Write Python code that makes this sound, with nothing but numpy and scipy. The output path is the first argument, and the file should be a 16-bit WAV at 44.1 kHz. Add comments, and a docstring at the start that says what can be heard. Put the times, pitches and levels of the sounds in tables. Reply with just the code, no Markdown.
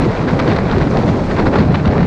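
"""An airstream tears past a cased camera fixed outside a moving car.
Large eddies thump the case as low noise, with short low swells that stand out of it; small
ones rush over the microphone port as bright noise in short flurries, with sharp flutters.
Behind them lie a middle roar, a thin hiss, the car body's rumble and a few ticks of grit.
The noise layers are coloured and flickering; low swells and ticks are short swelling tones."""
import sys
import numpy as np
from scipy import signal
from scipy.fft import rfft, irfft
from scipy.io import wavfile
from scipy.ndimage import uniform_filter1d, minimum_filter1d

SR = 44100
rng = np.random.default_rng(int(sys.argv[2]) if len(sys.argv) > 2 else 0)


def generate_wav(signal):
    """Clip the signal to [-1, 1] and save it as 16-bit WAV at the path in sys.argv[1]."""
    frames = np.transpose(np.atleast_2d(signal))
    scaled = np.clip(frames, -1, 1) * 32767
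    pcm = np.round(scaled).astype(np.int16)
    wavfile.write(sys.argv[1], SR, pcm)


N = 91110  # samples
SLEW_S = .005  # smoothing of every level curve


def undb(db):
    """Turn decibels into an amplitude factor."""
    return 10 ** (np.asarray(db) / 20)


def level_curve(table):
    """Draw a smoothed level line in dB through the table's points."""
    start_s, level_db = np.array(table).T
    line = np.interp(np.arange(N) / SR, start_s, level_db)
    return uniform_filter1d(line, int(SLEW_S * SR))


def walk(rate_hz):
    """Random levels held for 1 / rate_hz seconds and smoothed twice; spread about 0.6."""
    hold = int(SR / rate_hz)
    steps = np.repeat(rng.standard_normal(N // hold + 1), hold)
    smooth = uniform_filter1d(uniform_filter1d(steps, hold), hold)
    return 0.83 * smooth[:N]


def turbulence(colour, shared_db, shared_hz, own_db, own_hz):
    """Coloured noise, rms 1: half-octave bands flutter together and flicker alone.

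    The two dB depths scale the random walks, the two rates in Hz set their pace.
    """
    hz = np.maximum(np.arange(N // 2 + 1) * SR / N, 1)
    pitch_hz, level_db = np.array(colour).T
    colour_db = np.interp(np.log(hz), np.log(pitch_hz), level_db, left=-80)
    spectrum = rfft(rng.standard_normal(N)) * undb(colour_db)
    noise = np.zeros(N)
    for centre_octave in np.arange(np.log2(pitch_hz[0]), np.log2(pitch_hz[-1]) + 1, .5):
        # triangular bands that crossfade into their neighbours
        share = np.clip(1 - 2 * np.abs(np.log2(hz) - centre_octave), 0, 1)
        noise += irfft(spectrum * share, N) * undb(own_db * walk(own_hz))
    noise *= undb(shared_db * walk(shared_hz))
    return noise / np.sqrt(np.mean(noise ** 2))


def swell(start_s, width_s):
    """Bell-shaped rise and fall around start_s; width_s is its standard deviation."""
    t = np.arange(N) / SR
    return np.exp(-.5 * ((t - start_s) / width_s) ** 2)


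def tone_bursts(table, width_s):
    """Short swelling and fading tones with random phase."""
    t = np.arange(N) / SR
    out = np.zeros(N)
    for start_s, pitch_hz, level_db in table:
        phase = 2 * np.pi * rng.random()
        tone = np.sin(2 * np.pi * pitch_hz * (t - start_s) + phase)
        out += undb(level_db) * swell(start_s, width_s) * tone
    return out


# grains of grit on the housing: start_s (centre of the swell), pitch_hz, level_db (crest)
GRIT_TICKS = [(0.909, 6030, -32.5), (1.018, 9800, -51), (1.96, 7060, -52)]


def grit():
    """Grains tick against the housing, each a tiny pitched burst."""
    return tone_bursts(GRIT_TICKS, width_s=.0006)


# tone of the car body's rumble: pitch_hz, level_db (relative)
RUMBLE_TONE = [(14, -18), (30, 2), (50, -2), (80, -3.5), (110, -2.5), (160, -22)]


def rumble():
    """The car body rumbles underneath, as slowly wavering deep noise."""
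    return undb(-24) * turbulence(RUMBLE_TONE, shared_db=2.5, shared_hz=6, own_db=2.5, own_hz=2.9)


# flurries of small eddies over the port: start_s, level_db
FLURRY_LEVEL = [(0.01, -23.5), (0.03, -24), (0.05, -25), (0.07, -29), (0.12, -26.5), (0.12, -28.5),
                (0.2, -26), (0.27, -29.5), (0.29, -22), (0.33, -27), (0.38, -30.5), (0.4, -19.5),
                (0.41, -24), (0.46, -28), (0.47, -20.5), (0.53, -18), (0.54, -30), (0.565, -19.5),
                (0.576, -27), (0.585, -19), (0.6, -26.5), (0.63, -29), (0.73, -22), (0.78, -28.5),
                (0.82, -23.5), (0.88, -29.5), (0.96, -28.5), (0.98, -25.5), (1.01, -26.5), (1.04, -28.5),
                (1.05, -33.5), (1.09, -22), (1.1, -28), (1.28, -32), (1.32, -23.5), (1.34, -29.5),
                (1.4, -19.5), (1.42, -29.5), (1.42, -21), (1.44, -32.5), (1.47, -20), (1.49, -34),
                (1.51, -34), (1.54, -19), (1.548, -22.5), (1.56, -17), (1.58, -25.5), (1.59, -18.5),
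                (1.605, -24.5), (1.613, -22), (1.65, -29), (1.74, -27.5), (1.75, -17.5), (1.77, -30),
                (1.78, -30), (1.79, -23.5), (1.83, -32), (1.86, -22.5), (1.89, -28.5), (2.03, -25),
                (2.05, -25.5)]


def flurry_swing():
    """Swings of the flurries in dB about their mean, which hiss and roar partly follow."""
    flurry_db = level_curve(FLURRY_LEVEL)
    return flurry_db - flurry_db.mean()


# level of the hiss before it follows the flurries: start_s, level_db
HISS_LEVEL = [(0, -44), (.2, -46), (.42, -44.5), (.7, -47.5), (.95, -43.5), (1.2, -43.5), (1.45, -44.5),
              (1.67, -47.5), (2.06, -49)]
# tone of the hiss: pitch_hz, level_db (relative)
HISS_TONE = [(1500, -23), (3000, -9.5), (4300, -8.5), (5500, -10.5), (7000, -16), (8500, -25), (10000, -34),
             (12800, -56)]


def hiss():
    """Thin high noise of the airstream, leaning a little with the flurries."""
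    noise = turbulence(HISS_TONE, shared_db=1.3, shared_hz=200, own_db=1.2, own_hz=45)
    return noise * undb(level_curve(HISS_LEVEL) + 0.22 * flurry_swing())


# level of the middle roar before it follows the flurries: start_s, level_db
ROAR_LEVEL = [(0.02, -20), (0.07, -18), (0.09, -20), (0.45, -19.5), (0.48, -19.5), (0.58, -21.5),
              (0.82, -19.5), (0.88, -23), (0.98, -15), (1.01, -21), (1.05, -13), (1.06, -21), (1.22, -15.5),
              (1.23, -24), (1.46, -15.5), (1.79, -23), (1.92, -18), (2.05, -21)]
# tone of the roar: pitch_hz, level_db (relative)
ROAR_TONE = [(150, -3.5), (280, -9), (390, 0), (560, -4), (800, -9), (1300, -23), (2600, -47.5)]


def roar():
    """Middle noise of the airstream, leaning a little with the flurries."""
    noise = turbulence(ROAR_TONE, shared_db=.8, shared_hz=40, own_db=1.2, own_hz=30)
    return noise * undb(level_curve(ROAR_LEVEL) + 0.3 * flurry_swing())


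# sharp flutters at the port: start_s (centre of the swell), level_db
FLUTTER_PUFFS = [(0.053, -23), (0.284, -24), (0.394, -18), (0.4, -14), (0.479, -18.5), (0.526, -33),
                 (0.536, -24), (0.564, -22), (0.571, -26), (0.587, -23.5), (0.715, -20.5), (0.784, -21.5),
                 (0.809, -23), (0.972, -18.5), (1.079, -30.5), (1.317, -25), (1.389, -27), (1.538, -27),
                 (1.557, -32), (1.588, -23.5), (1.757, -20.5), (1.858, -19), (1.879, -22), (1.981, -22.5)]
# tone of the flutters: pitch_hz, level_db (relative)
FLUTTER_TONE = [(600, -11.5), (1500, 7.5), (2400, -3.5), (3100, -6.5), (4300, -7), (6000, -20), (8000, -34),
                (12800, -93.5)]


def flutters():
    """Bright puffs of air at the port swell and fade in a few milliseconds."""
    shape = sum(undb(level_db) * swell(start_s, width_s=.0013) for start_s, level_db in FLUTTER_PUFFS)
    return shape * turbulence(FLUTTER_TONE, shared_db=1.0, shared_hz=300, own_db=1.0, own_hz=100)


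# tone of the rush over the port: pitch_hz, level_db (relative)
RUSH_TONE = [(300, -14), (650, -4), (1000, -0.5), (1600, -5.5), (2300, -9.5), (3100, -19.5), (4200, -18.5),
             (5500, -31.5), (7400, -48), (12800, -94)]


def rush():
    """Small eddies sweep over the port as grainy, fast-flickering noise."""
    eddies = turbulence(RUSH_TONE, shared_db=3.6, shared_hz=420, own_db=1.2, own_hz=90)
    return eddies * undb(level_curve(FLURRY_LEVEL))


# level of the low buffeting noise: start_s, level_db
BUFFET_LEVEL = [(0.0, -13), (0.07, -17.5), (0.16, -25.5), (0.23, -15), (0.30, -18.5), (0.45, -15),
                (0.62, -17), (0.78, -13.5), (0.88, -16), (1.04, -15), (1.11, -14), (1.2, -18),
                (1.48, -13.5), (1.55, -18), (1.61, -13), (1.65, -15.5), (1.7, -11), (1.82, -16.5),
                (1.9, -13.5), (2.06, -13)]
# tone of the thumping case: pitch_hz, level_db (relative)
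THUMP_TONE = [(50, -21), (80, -0.5), (110, -2), (150, 0), (210, -2), (290, -4.5), (420, -19), (800, -36.5)]
# short low swells in the buffeting: start_s (centre of the swell), pitch_hz, level_db (crest)
LOW_SWELLS = [(0.065, 337, -11.5), (0.072, 213, -15.5), (0.088, 127, -14.5), (0.245, 210, -13.5),
              (0.27, 252, -14), (0.33, 168, -10.5), (0.49, 116, -11), (0.488, 318, -9.5), (0.55, 166, -8),
              (0.74, 217, -10.5), (0.776, 193, -12.5), (0.777, 387, -11), (0.82, 152, -8),
              (0.868, 280, -14), (1.05, 108, -24), (0.94, 157, -12.5), (0.985, 192, -10),
              (1.10, 161.5, -4.5), (1.41, 209, -11.5), (1.48, 117, -14.5), (1.61, 205, -11),
              (1.69, 125, -7), (1.74, 123, -9.5), (1.87, 215, -7.5), (1.89, 92, -7), (2.03, 169, -8.5)]


def buffeting():
    """Large eddies shake the case as low noise; short low swells stand out of it."""
    thump = turbulence(THUMP_TONE, shared_db=.6, shared_hz=25, own_db=1.8, own_hz=18)
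    low_swells = tone_bursts(LOW_SWELLS, width_s=.0077)
    return thump * undb(level_curve(BUFFET_LEVEL)) + low_swells


def scene():
    """Stack the layers from the background to the buffeting, in one channel."""
    background = grit() + rumble() + hiss() + roar()
    airstream = flutters() + rush() + buffeting()
    return (background + airstream)[None]


def record(dry):
    """A limiter eases down peaks above its ceiling; a steep low-pass cuts the top."""
    ceiling, top_hz = .92, 12000
    span = int(.012 * SR)  # 12 ms
    gain = minimum_filter1d(ceiling / np.maximum(np.abs(dry), ceiling), 2 * span)
    gain = uniform_filter1d(uniform_filter1d(gain, span), span)
    low_pass = signal.ellip(8, .2, 70, top_hz, fs=SR, output="sos")
    return signal.sosfilt(low_pass, dry * gain)


dry = scene()
out = record(dry)
generate_wav(out)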